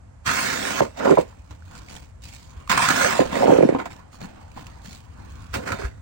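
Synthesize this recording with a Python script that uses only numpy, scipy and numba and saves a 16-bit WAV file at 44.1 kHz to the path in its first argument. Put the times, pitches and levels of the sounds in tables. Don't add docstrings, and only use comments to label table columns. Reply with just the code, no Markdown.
import sys
import numpy as np
from scipy import signal
from scipy.fft import rfft, irfft, next_fast_len
from scipy.io import wavfile
from scipy.ndimage import uniform_filter1d, map_coordinates
from numba import njit

SR = 44100
rng = np.random.default_rng(int(sys.argv[2]) if len(sys.argv) > 2 else 0)


def put_to_file(sound):
    columns = np.atleast_2d(sound).T
    safe = np.clip(columns, -1, 1)
    whole_steps = np.round(safe * 32767)
    wavfile.write(sys.argv[1], SR, whole_steps.astype(np.int16))


N = 265217

# start t/s, stop t/s, rasp level/dB, grit hiss level/dB, boom level/dB, flexing edge f/Hz
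PUSHES = [(0.264, 0.806, -25.5, -25, -35.5, 1280), (2.703, 3.189, -21.5, -25.5, -34, 1034),
          (5.542, 5.555, -29, -27, -29, 1400), (5.663, 5.746, -37, -42, -33, 1350),
          (5.795, 5.86, -39, -43, -37, 1490)]
# grip t/s, hardest t/s,
# free t/s, rasp level/dB, grit hiss level/dB, boom level/dB, rise of force/dB, fall of force/dB
LIFTS = [(0.994, 1.113, 1.201, -28.5, -31, -7, 26, 36), (3.327, 3.512, 3.768, -25.5, -30, -9, 26, 20.5)]
# t/s, rasp level/dB, grit hiss level/dB, boom level/dB, time to fall 60 dB/s
CATCHES = [(0.274, -22.5, -34, -42, 0.19), (0.971, -36, -40, -53, 0.13), (1.049, -23, -40, -15, .035),
           (1.106, -27, -32, -36, 0.031), (1.209, -45, -39, -33, 0.056), (2.695, -15.5, -21, -40, 0.13),
           (2.715, -16.5, -22, -46, 0.07), (2.775, -14, -20, -32, 0.027), (2.819, -16, -30, -38, 0.095),
           (2.854, -32, -33, -47, 0.074), (2.883, -20.5, -32, -41, 0.066), (2.902, -30, -22, -21, 0.077),
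           (3.01, -22.5, -34, -26, 0.044), (3.046, -8, -34, -37, 0.015), (3.068, -39, -35, -36, 0.022),
           (3.126, -20, -35, -57, 0.037), (3.324, -26, -37.5, -43, 0.055), (3.351, -31.5, -36, -26, 0.4),
           (3.628, -28.5, -36, -25, 0.019), (3.688, -24.5, -47, -15, 0.053), (3.748, -36, -59, -3, 0.034),
           (3.785, -24.5, -40.5, -25.5, 0.21), (3.854, -28.5, -39, -54, 0.11), (5.557, -45, -64, -27, 0.32),
           (5.673, -30.5, -33.5, -38, 0.13), (5.719, -22, -27.5, -46, 0.043)]
# middle t/s, half width/s, change of rasp/dB, change of hiss/dB, change of boom/dB
PATCHES = [(0.334, 0.022, -6, -2, 0.5), (0.43, 0.1, 1, 1.5, 2.5), (0.61, 0.13, -2.5, -1.5, 0.5),
           (0.816, 0.0099, -9, -9.5, 22), (1.02, 0.019, -2, -9.5, 2.5), (1.084, .018, -4, -1.5, -2),
           (1.161, 0.0089, 2, 3.5, -20), (2.756, 0.057, -2.5, -6.5, 7), (2.836, 0.066, 1, 6.5, -3),
           (2.875, 0.019, -1.5, -1.5, -2), (2.957, 0.035, -3.5, 2.5, 2), (3.029, 0.058, 2, 6.5, 3.5),
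           (3.11, 0.026, 0, 0.5, -2), (3.17, .02, -0.5, -0.5, 1.5), (3.466, .008, 4, -8, -2.5),
           (3.541, .008, 4, 2, -4.5), (3.578, 0.0053, 3, 5.5, -7.5), (3.676, 0.026, -2.5, 2, -6.5),
           (3.714, .008, -0.5, -5, -8.5), (3.777, 0.011, -3, 4, 0.5), (5.637, 0.01, 12.5, 7, -3),
           (5.773, 0.014, 7, 5.5, 4)]
# t/s, knock level/dB, first f/Hz, swell/s, shudder level/dB
BUMPS = [(0.8059, -1.5, 874, 0.0013, -19), (1.1715, -9, 1090, 0.005, -18.5),
         (1.1844, -2.5, 810, 0.0035, -40.5), (3.192, -2.5, 882, 0.003, -12.5)]
# t/s, knock level/dB, first f/Hz, swell/s
JOLTS = [(1.0698, -7.5, 885, 0.00097), (1.0944, -9, 1130, 0.0015), (1.108, -4.5, 594, 0.0023),
         (1.113, -4.5, 585, 0.0022), (1.1202, -5, 628, 0.0027), (1.1777, -26, 1070, 0.0035),
         (3.4315, -9, 790, 0.0022), (3.4799, -1.5, 740, 0.0021), (3.4894, -5, 642, 0.0036),
         (3.4953, -6, 800, .0015), (3.504, -3.5, 774, 0.0014), (3.518, -6.5, 655, 0.0025),
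         (3.5218, 0, 682, 0.0023), (3.5516, -10.5, 770, 0.0019), (3.563, -9, 680, 0.0007),
         (3.5848, -1.5, 642, 0.0028), (3.607, -3.5, 716, 0.0026), (3.626, -3, 665, 0.0028),
         (3.6324, -3.5, 730, 0.0029), (3.647, -8, 570, 0.005), (3.6566, -20.5, 593, 0.0048),
         (3.69, -2, 652, 0.0027), (3.724, -9, 545, 0.0018), (3.749, -15, 1045, 0.0017)]
# start t/s, stop t/s, level/dB, first f/Hz, last f/Hz
GROANS = [(0.774, 0.807, -28.5, 1400, 1490), (0.833, 0.888, -41, 650, 570),
          (0.995, 1.05, -34.5, 1290, 1380), (1.049, 1.086, -27, 1330, 1220), (1.056, 1.076, -24, 650, 880),
          (1.105, 1.124, -26.5, 1180, 1190), (1.131, 1.131, -20, 507, 445), (1.17, 1.18, -20, 1050, 917),
          (1.19, 1.204, -29, 624, 447), (2.702, 2.694, -27, 1040, 960), (2.784, 2.81, -22, 1120, 890),
          (2.82, 2.865, -30, 1130, 1260), (2.888, 2.923, -24.5, 1340, 1154), (3.008, 3.015, -28, 1190, 965),
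          (3.01, 3.075, -26, 500, 560), (3.344, 3.423, -37.5, 690, 710), (3.419, 3.443, -16, 734, 688),
          (3.469, 3.528, -22.5, 820, 695), (3.555, 3.673, -30.5, 547, 520),
          (3.491, 3.56, -38.5, 1440, 1400), (3.753, 3.766, -31.5, 1030, 970), (3.791, 3.818, -36, 944, 930),
          (3.856, 3.86, -29, 730, 675), (5.593, 5.64, -41, 540, 490), (5.668, 5.738, -37, 1310, 1360),
          (5.723, 5.732, -28, 1450, 1340), (5.84, 5.855, -37, 1600, 1450), (5.79, 5.849, -38, 440, 407)]
# loudest t/s, rise/s, fall/s, swish level/dB, crunch level/dB, f/Hz
SWINGS = [(1.301, 0.37, 0.28, -49.5, -55.5, 900), (1.753, 0.15, 0.26, -43, -46, 1070),
          (2.61, 0.28, 0.13, -45.5, -72, 1085), (4.0, 0.15, 0.13, -48.5, -92, 990),
          (4.29, 0.15, 0.09, -45, -64, 860), (4.375, 0.06, 0.072, -49, -75, 940),
          (4.42, 0.045, 0.064, -51.5, -63, 1090), (4.7, 0.71, 0.42, -47, -57, 945),
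          (5.21, 0.19, 0.45, -50, -67, 1020), (5.42, 0.49, 0.7, -51.5, -53.5, 1200)]
# t/s, hold/s, soft rush level/dB, crunch level/dB, time to fall 60 dB/s
CRUNCHES = [(1.511, 0.0048, -42, -51, 0.19), (1.897, 0.058, -41.5, -44.5, 0.37),
            (2.24, 0.04, -49.5, -41.5, 1.1), (3.24, 0.023, -33.5, -42.5, 0.54),
            (3.914, 0.0068, -40.5, -44.5, 0.24), (4.134, 0.0069, -46, -44, 0.16),
            (4.209, 0.042, -39.5, -48, 0.15), (4.568, 0.013, -39.5, -50.5, 0.44),
            (4.841, 0.11, -48.5, -46.5, 0.29)]
# t/s, click level/dB, click f/Hz, crack level/dB
CLICKS = [(1.326, -43, 980, -56), (1.622, -40, 1470, -51), (1.677, -45, 1500, -57), (1.885, -32, 2250, -47),
          (1.899, -48, 1390, -35), (1.964, -33, 3240, -31), (1.972, -38, 1800, -44), (2.22, -43, 6660, -41),
          (2.675, -30, 1130, -33), (2.7, -13, 1100, -27), (2.777, -18, 1120, -14), (2.887, -9, 1310, -8),
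          (2.9, -14.5, 1290, -18), (3.625, -19, 2120, -36), (3.688, -21, 2020, -43), (3.746, -20, 990, -49),
          (3.787, -26.5, 1030, -48), (3.857, -28, 730, -41), (3.92, -33, 2100, -45),
          (4.129, -43, 1250, -42), (4.205, -41, 690, -52), (4.143, -40, 1110, -58), (4.228, -33, 4350, -41),
          (4.248, -41, 880, -45), (4.516, -44, 2600, -42), (4.572, -30.5, 780, -44),
          (4.574, -30.5, 990, -50), (4.596, -41, 950, -51), (4.667, -36, 2600, -32),
          (4.795, -45, 1640, -65), (4.818, -45, 3700, -47), (4.857, -36, 1700, -35.5),
          (4.882, -44, 2700, -51), (4.929, -35, 4070, -30), (5.541, -37, 1510, -39), (5.56, -28, 1220, -42),
          (5.676, -24, 1410, -45), (5.719, -20, 1380, -45), (5.74, -38, 1290, -42), (5.816, -28, 1170, -49),
          (5.852, -42, 1590, -37)]
# t/s, level/dB, f/Hz
THUDS = [(0.815, -38, 69), (0.927, -41.5, 60), (1.383, -37, 66), (1.501, -34, 80), (2.562, -35.5, 71),
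         (3.325, -20, 236), (4.22, -32.5, 169), (4.244, -31.5, 197), (4.577, -40, 64), (4.587, -47, 252),
         (4.878, -35.5, 198), (5.508, -31.5, 66), (5.56, -28, 102), (5.564, -28.5, 250),
         (5.585, -29.5, 216), (5.63, -28.5, 302), (5.715, -25.5, 92.6), (5.735, -31.5, 194),
         (5.836, -20, 59.5)]
# t/s, change of level/dB
RUMBLE_SWELL = [(0, -2), (1.3, -1.5), (1.701, 1.5), (2.6, 3), (3.898, -5.5), (4.3, -2.5), (5.2, 5.5),
                (6.0, 8.5)]
# f/Hz, width/Hz, level/dB
SCOOP = [(274, 16, 3), (391, 20, 9), (461, 12, 5), (509, 22, 3), (547, 25, 4), (643, 20, 0), (687, 20, 3),
         (770, 25, 0), (930, 35, 1), (1038, 35, 3), (1247, 28, 3), (1410, 35, -1), (1671, 28, -3),
         (2020, 18, -3), (2655, 16, -1), (3633, 18, 0)]
# f/Hz, level/dB
RASP = [(40, -21), (110, -4), (220, -1.5), (380, -24.5), (700, -6), (1150, -4.5), (1650, -2.5),
        (2300, -2.5), (3100, -13.5), (5000, -25), (16000, -44.5)]
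GRIT = [(800, -32.5), (2200, 4), (3700, 0), (5000, -0.5), (6500, 1.5), (8300, 0), (10000, -9.5),
        (12500, -13), (14500, -11), (16000, -4)]
BOOM = [(30, -53), (100, -10), (220, 5.5), (400, 3), (600, 1.5), (950, -8.5), (1300, -24.5), (3000, -13),
        (8000, -62)]
SWISH = [(60, 2.5), (200, 1), (420, -3.5), (950, -12.5), (1500, -9), (3000, -15), (9000, -37)]
RUMBLE = [(20, -47), (33, -29), (48, 0.5), (63, 1), (95, 0.5), (130, -9.5), (200, -16), (310, -21.5),
          (500, -19), (950, -24), (2000, -30.5), (4000, -44), (8000, -37.5), (16000, -63)]
# f/Hz, time to fall 60 dB/s
WALL = [(150, 0.12), (1000, 0.15), (10000, 0.012)]
# f/Hz, phase lead/radians
PORT_PHASE = [(20, 0), (120, -.3), (290, -1.25), (390, -2.8), (490, -3.8), (620, -4.3), (800, -4.55),
              (1050, -5.3), (1600, -7.5), (2200, -8.7), (3000, -8.8), (3700, -7.4), (8000, -8.6),
              (10000, -9.4)]
# f/Hz, level/dB
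PORT_BALANCE = [(50, 0), (130, 3.5), (230, 3.5), (305, 1), (390, -7.5), (480, -8.5), (680, -3.5),
                (930, -2.5), (1450, -5.5), (2150, -7.5), (2600, -5), (3350, -12), (4300, 1.5), (5900, -12),
                (7000, -7.5), (9500, -1)]
# f/Hz, likeness from 0 to 1
ALIKE = [(50, 0.95), (200, 0.77), (400, 1), (900, 0.69), (1250, 0.24), (1600, 0.32), (2300, 0.39),
         (3500, 0.073), (6000, 0.076), (10000, 1), (13000, 1), (15500, 0.28)]

BITE_S, RELEASE_DB_PER_S = 0.023, 506.5
SETTLE_DB, SETTLE_DB_PER_S = -19.5, 70.5
RASP_FADE_DB_PER_S, HISS_FADE_DB_PER_S, BOOM_GROWTH_DB_PER_S = 9, 6, 13
EDGE_RISE_HZ_PER_S, STALL_S, STALLED_HZ = 1370, 0.2, 965
EMPTY_SCOOP_HZ, LOAD_OCTAVES_PER_S = 875, 0.21
RASP_FOLLOWS_FORCE, HISS_FOLLOWS_FORCE = 0.18, 0.35
LIFT_RASP_FADE_DB_PER_S, LIFT_HISS_FADE_DB_PER_S = 17, 37.5
LIFT_HZ, LOADED_HZ, LIFT_EDGE_HZ = 580, 360, 770
REBOUND_S = 0.01
SHUDDER_T60_S, SHUDDER_HZ = 0.17, 440
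SHUDDER_RASP_DB, SHUDDER_HISS_DB = -11, -20
GROAN_RISE_S, GROAN_T60_S, GROAN_DAMPING = 0.004, 0.05, 0.32
DISPERSION_S = 0.006
SWISH_BEND_OCTAVES, SWISH_BROAD_DB = 0.24, -2
CRUNCH_ATTACK_S, RUSH_HZ = 0.043, 850
CRACK_T60_S, SCATTER_DB, SCATTER_T60_S = 0.015, -15, 0.07
RUMBLE_DB = -46.5
RUMBLE_WANDER_DB, RUMBLE_WANDER_PER_S = 1.2, 6.5
TOP_HZ = 16000


def shovelling():
    rasps, hisses, booms, edge_hz, scoop_hz = np.swapaxes([*pushes(), *lifts()], 0, 1)
    gains = paving() * np.array([rasps.sum(0), hisses.sum(0), booms.sum(0)])
    for s, *levels_db, t60 in CATCHES:
        add(gains, s, np.array([dying(db, t60) for db in levels_db]))
    shudder = np.zeros(N)
    for s, *_, db in BUMPS:
        add(shudder, s + REBOUND_S, dying(db, SHUDDER_T60_S))
    rasp, hiss, boom = gains
    rasp = rasp + amp(SHUDDER_RASP_DB) * shudder
    hiss = hiss + amp(SHUDDER_HISS_DB) * shudder
    edge_pitch = np.average(edge_hz, axis=0, weights=rasps)
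    scoop_pitch = ((booms * scoop_hz).sum(0) + shudder * SHUDDER_HZ) / (booms.sum(0) + shudder)
    return rasp, hiss, boom + shudder, edge_pitch, scoop_pitch


def pushes():
    for start, stop, rasp_db, hiss_db, boom_db, hz in PUSHES:
        length = stop - start
        age = since(start, length)
        stall = np.clip((age - max(length - STALL_S, STALL_S)) / STALL_S, 0, 1)
        levels = amp([rasp_db - RASP_FADE_DB_PER_S * age,
                      hiss_db - HISS_FADE_DB_PER_S * age,
                      boom_db + BOOM_GROWTH_DB_PER_S * age])
        rasp, hiss, boom = levels * sliding(start, stop, BITE_S)
        edge_hz = (hz + EDGE_RISE_HZ_PER_S * age) * (1 - stall) + STALLED_HZ * stall
        scoop_hz = EMPTY_SCOOP_HZ / 2 ** (LOAD_OCTAVES_PER_S * age)
        yield rasp, hiss, boom, edge_hz, scoop_hz


def lifts():
    for grip, hardest, free, rasp_db, hiss_db, boom_db, rise_db, fall_db in LIFTS:
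        age = since(grip, free - grip)
        force_db = np.interp(grip + age, [grip, hardest, free], [-rise_db, 0, -fall_db])
        levels = amp([rasp_db + RASP_FOLLOWS_FORCE * force_db - LIFT_RASP_FADE_DB_PER_S * age,
                      hiss_db + HISS_FOLLOWS_FORCE * force_db - LIFT_HISS_FADE_DB_PER_S * age,
                      boom_db + force_db])
        rasp, hiss, boom = levels * sliding(grip, free, attack_s=0.067)
        scoop_hz = np.interp(age, [0, free - grip], [LIFT_HZ, LOADED_HZ])
        yield rasp, hiss, boom, np.full(N, LIFT_EDGE_HZ), scoop_hz


def sliding(start, stop, attack_s):
    contact = held(start, stop, attack_s, RELEASE_DB_PER_S)
    return contact + amp(SETTLE_DB) * held(start, stop, attack_s, SETTLE_DB_PER_S)


def paving():
    t = np.arange(N) / SR
    change_db = sum(np.outer(db, np.exp(-((t - s) / width) ** 2)) for s, width, *db in PATCHES)
    return amp(change_db)


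def scrape(rasp, hiss, edge_hz):
    bite = chatter(rate=130, scatter_db=2.5, hold_s=0.004, sliding=1.5)
    coarse = patchy(grains(rate=9000, scatter_db=1.0) * bite, depth_db=2.1)
    coarse = coarse + amp(8) * flex(coarse, edge_hz, damping=0.33)
    sand = 3.5 * rng.standard_normal((2, N))
    fine = grains(rate=4300, scatter_db=-18.0) * bite + sand * np.sqrt(np.abs(bite))
    fine = patchy(fine, depth_db=3.5)
    rasping = unit(spread(coarse, lambda hz: colour(RASP, hz) * scoop(hz, ring_db=-2)))
    hissing = unit(spread(fine, lambda hz: colour(GRIT, hz) * scoop(hz, ring_db=7.5)))
    return rasp * rasping + hiss * hissing


def judder(boom, scoop_hz):
    t = np.arange(N) / SR
    knock_s = np.sort([row[0] for row in JOLTS + BUMPS])
    following = np.minimum(np.searchsorted(knock_s + 0.005, t), len(knock_s) - 1)
    wait = knock_s[following] - t
    stuck = np.exp(-(wait / 0.007) ** 2)
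    slips = grains(rate=2200, scatter_db=2.0) * amp(-12 * stuck)
    slips = slips + amp(5.5) * flex(slips, scoop_hz, damping=0.33)
    return boom * unit(spread(slips, lambda hz: colour(BOOM, hz) * scoop(hz, ring_db=1.5)))


def groans():
    track, t = np.zeros((2, N)), np.arange(SR // 5) / SR
    all_slips = rng.standard_normal((len(GROANS), 2, len(t)))
    for (start, stop, db, first_hz, last_hz), slips in zip(GROANS, all_slips):
        hz = np.interp(t, [0, stop - start], [first_hz, last_hz])
        fall_db = -60 * np.maximum(t - (stop - start), 0) / GROAN_T60_S
        grip = np.minimum(t / GROAN_RISE_S, 1) * amp(fall_db)
        bent = flex(slips, hz, GROAN_DAMPING)
        groan = grip * flex(bent, hz, GROAN_DAMPING)
        add(track, start, amp(db) * unit(groan) * np.sqrt(np.mean(grip ** 2)))
    return spread(track, lambda hz: scoop(hz, ring_db=-3.0))


def knocks():
    track, t = np.zeros(N), np.arange(SR // 20) / SR
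    cycles = DISPERSION_S * np.log1p(t / DISPERSION_S)
    for s, db, hz, swell_s, *_ in JOLTS + BUMPS:
        swell = (t / swell_s * np.exp(1 - t / swell_s)) ** 2
        blow = swell * np.sin(2 * np.pi * hz * cycles)
        add(track, s, amp(db) * (blow + amp(-19) * push(t, hz=164.0, cycles=0.88)))
    thin_bass = lambda hz: (1j * hz / (50 + 1j * hz)) ** 2
    return filtered(track, lambda hz: scoop(hz, ring_db=-10.5) * thin_bass(hz))


def rustle():
    t = np.arange(N) / SR
    swish, rush, crunch, cracks, pitch = np.zeros((5, N))
    for s, rise_s, fall_s, swish_db, crunch_db, hz in SWINGS:
        swell = amp(-20 * np.maximum((s - t) / rise_s, (t - s) / fall_s))
        swish = swish + amp(swish_db) * swell
        crunch = crunch + amp(crunch_db) * swell
        pitch = pitch + hz * 2 ** (SWISH_BEND_OCTAVES * (swell - 1)) * amp(swish_db) * swell
    for s, hold_s, rush_db, crunch_db, t60 in CRUNCHES:
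        press = held(s, s + hold_s, CRUNCH_ATTACK_S, 60 / t60)
        rush = rush + amp(rush_db) * press
        crunch = crunch + amp(crunch_db) * press
    for s, _, _, db in CLICKS:
        add(cracks, s, dying(db, CRACK_T60_S) + dying(db + SCATTER_DB, SCATTER_T60_S))
    fibres = patchy(rng.standard_normal((2, N)), depth_db=2.5)
    fibres = amp(SWISH_BROAD_DB) * fibres + amp(10) * flex(fibres, pitch / swish, damping=0.26)
    packing = chatter(rate=90, scatter_db=3, hold_s=0.006, sliding=0.9)
    crystals = patchy(grains(rate=4000, scatter_db=2) * packing, depth_db=3.2)
    lumps = grains(rate=3000, scatter_db=1) * packing
    lumps = lumps + amp(5) * flex(lumps, np.full(N, RUSH_HZ), damping=0.36)
    crackle = patchy(rng.standard_normal((2, N)), depth_db=2.5)
    soft = lambda x: unit(spread(x, lambda hz: colour(SWISH, hz)))
    gritty = lambda x: unit(spread(x, lambda hz: colour(GRIT, hz)))
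    return swish * soft(fibres) + rush * soft(lumps) + crunch * gritty(crystals) + cracks * gritty(crackle)


def small_hits():
    track, t = np.zeros(N), np.arange(SR // 6) / SR
    for s, db, hz, _ in CLICKS:
        add(track, s, amp(db) * push(t, hz, cycles=2.8))
    for s, db, hz in THUDS:
        add(track, s, amp(db) * push(t, hz, cycles=1.21))
    return track


def wall(x):
    hz, t, z = signal.stft(rng.standard_normal((2, SR // 4)), SR, nperseg=256)
    fade = amp(-60 * t / along(WALL, hz)[:, None])
    tail = signal.istft(z * fade, SR, nperseg=256)[1]
    return signal.fftconvolve(x, tail / np.linalg.norm(tail[0]), axes=1)[:, :N]


def rumble():
    t = np.arange(N) / SR
    noise = rng.standard_normal((2, N))
    floor = amp(RUMBLE_DB) * unit(spread(noise, lambda hz: amp(along(RUMBLE, hz))))
    bass = filtered(floor, lambda hz: 1 / (1 + (hz / 130) ** 4))
    all_knots = rng.standard_normal(size=(2, 256))
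    place = [t * RUMBLE_WANDER_PER_S]
    wander = np.array([map_coordinates(knots, place, mode="wrap") for knots in all_knots])
    drift_db = np.interp(t, *np.transpose(RUMBLE_SWELL))
    return floor - bass + bass * amp(drift_db + RUMBLE_WANDER_DB * wander)


def grains(rate, scatter_db):
    struck = rng.random(N) < rate / SR
    size = np.minimum(rng.standard_exponential(N), 3)
    return unit(struck * amp(scatter_db * size) * rng.standard_normal((2, N)))


def chatter(rate, scatter_db, hold_s, sliding):
    gaps = rng.gamma(shape=3, scale=1 / 3, size=4000)
    starts = (np.cumsum(gaps) * SR / rate).astype(int)
    sizes = amp(scatter_db * np.clip(rng.standard_normal(len(starts)), -2, 2))
    releases = np.bincount(starts, sizes, minlength=N)[:N]
    slipping = signal.lfilter([1], [1, -np.exp(-1 / (hold_s * SR))], releases)
    return unit(sliding + unit(slipping))


def patchy(x, depth_db):
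    z = signal.stft(x, nperseg=512)[2]
    field = rng.standard_normal(z.shape[1:])
    field = uniform_filter1d(field, size=3, axis=0)
    field = uniform_filter1d(field, size=12, axis=1)
    return signal.istft(z * amp(depth_db * unit(field)), nperseg=512)[1][:, :N]


@njit
def swing(x, step, damping):
    out = np.zeros_like(x)
    for c in range(len(x)):
        place = speed = 0.0
        for i in range(x.shape[1]):
            place += step[i] * speed
            speed += step[i] * (damping * (x[c, i] - speed) - place)
            out[c, i] = speed
    return out


def flex(x, hz, damping):
    return swing(x, 2 * np.pi * hz / SR, damping)


def push(t, hz, cycles):
    u = t * hz / cycles
    return (u * np.exp(1 - u)) ** 3 * np.sin(2 * np.pi * hz * t)


def scoop(hz, ring_db):
    ring = sum(amp(db) * 1j * hz * w / (c * c - hz * hz + 1j * hz * w) for c, w, db in SCOOP)
    return 1 + amp(ring_db) * ring


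def held(start, stop, attack_s, release_db_per_s):
    t = np.arange(N) / SR
    below_db = 40 * np.maximum(start - t, 0) / attack_s + release_db_per_s * np.maximum(t - stop, 0)
    return amp(-np.minimum(below_db, 200))


def dying(db, t60):
    t = np.arange(SR // 3) / SR
    return amp(db - 60 * t / t60) * (1 - np.exp(-t / 0.001))


def since(start, length):
    return np.clip(np.arange(N) / SR - start, 0, length)


def add(track, s, sound):
    part = track[..., round(s * SR):][..., :sound.shape[-1]]
    part += sound[..., :part.shape[-1]]


def amp(db):
    return 10 ** (np.asarray(db) / 20)


def unit(x):
    return x / np.sqrt(np.mean(x ** 2) + 1e-20)


def along(points, hz):
    f, v = np.transpose(points)
    return np.interp(np.log(hz + 1), np.log(f + 1), v)


def filtered(x, response):
    size = 2 * next_fast_len(N // 2 + SR // 4)
    return irfft(rfft(x, size) * response(np.fft.rfftfreq(size, 1 / SR)), size)[..., :N]


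def colour(points, hz):
    cepstrum = irfft(np.log(amp(along(points, hz))))
    half = len(cepstrum) // 2
    return np.exp(rfft(np.r_[cepstrum[0], 2 * cepstrum[1:half]], len(cepstrum)))


def spread(pair, response):
    turn = lambda hz: np.arccos(np.clip(along(ALIKE, hz), 0, 1)) / 2
    weights = lambda hz: np.array([np.cos(turn(hz)), np.sin(turn(hz))])
    mid, side = filtered(pair, lambda hz: response(hz) * weights(hz))
    return np.array([mid + side, mid - side])


def scene():
    rasp, hiss, boom, edge_hz, scoop_hz = shovelling()
    shovel = scrape(rasp, hiss, edge_hz) + judder(boom, scoop_hz) + groans() + knocks()
    work = shovel + rustle() + small_hits()
    return work + amp(-23.0) * wall(work) + rumble()


def record(dry):
    balance = lambda hz: amp(along(PORT_BALANCE, hz))
    left = filtered(dry[0], lambda hz: balance(hz) * np.exp(1j * along(PORT_PHASE, hz)))
    pair = np.array([left, dry[1]])
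    rounded = pair / (1 + np.abs(pair / 0.97) ** 6) ** (1 / 6)
    return filtered(rounded, lambda hz: 1 / (1 + (hz / TOP_HZ) ** 200))


dry = scene()
out = record(dry)
put_to_file(out)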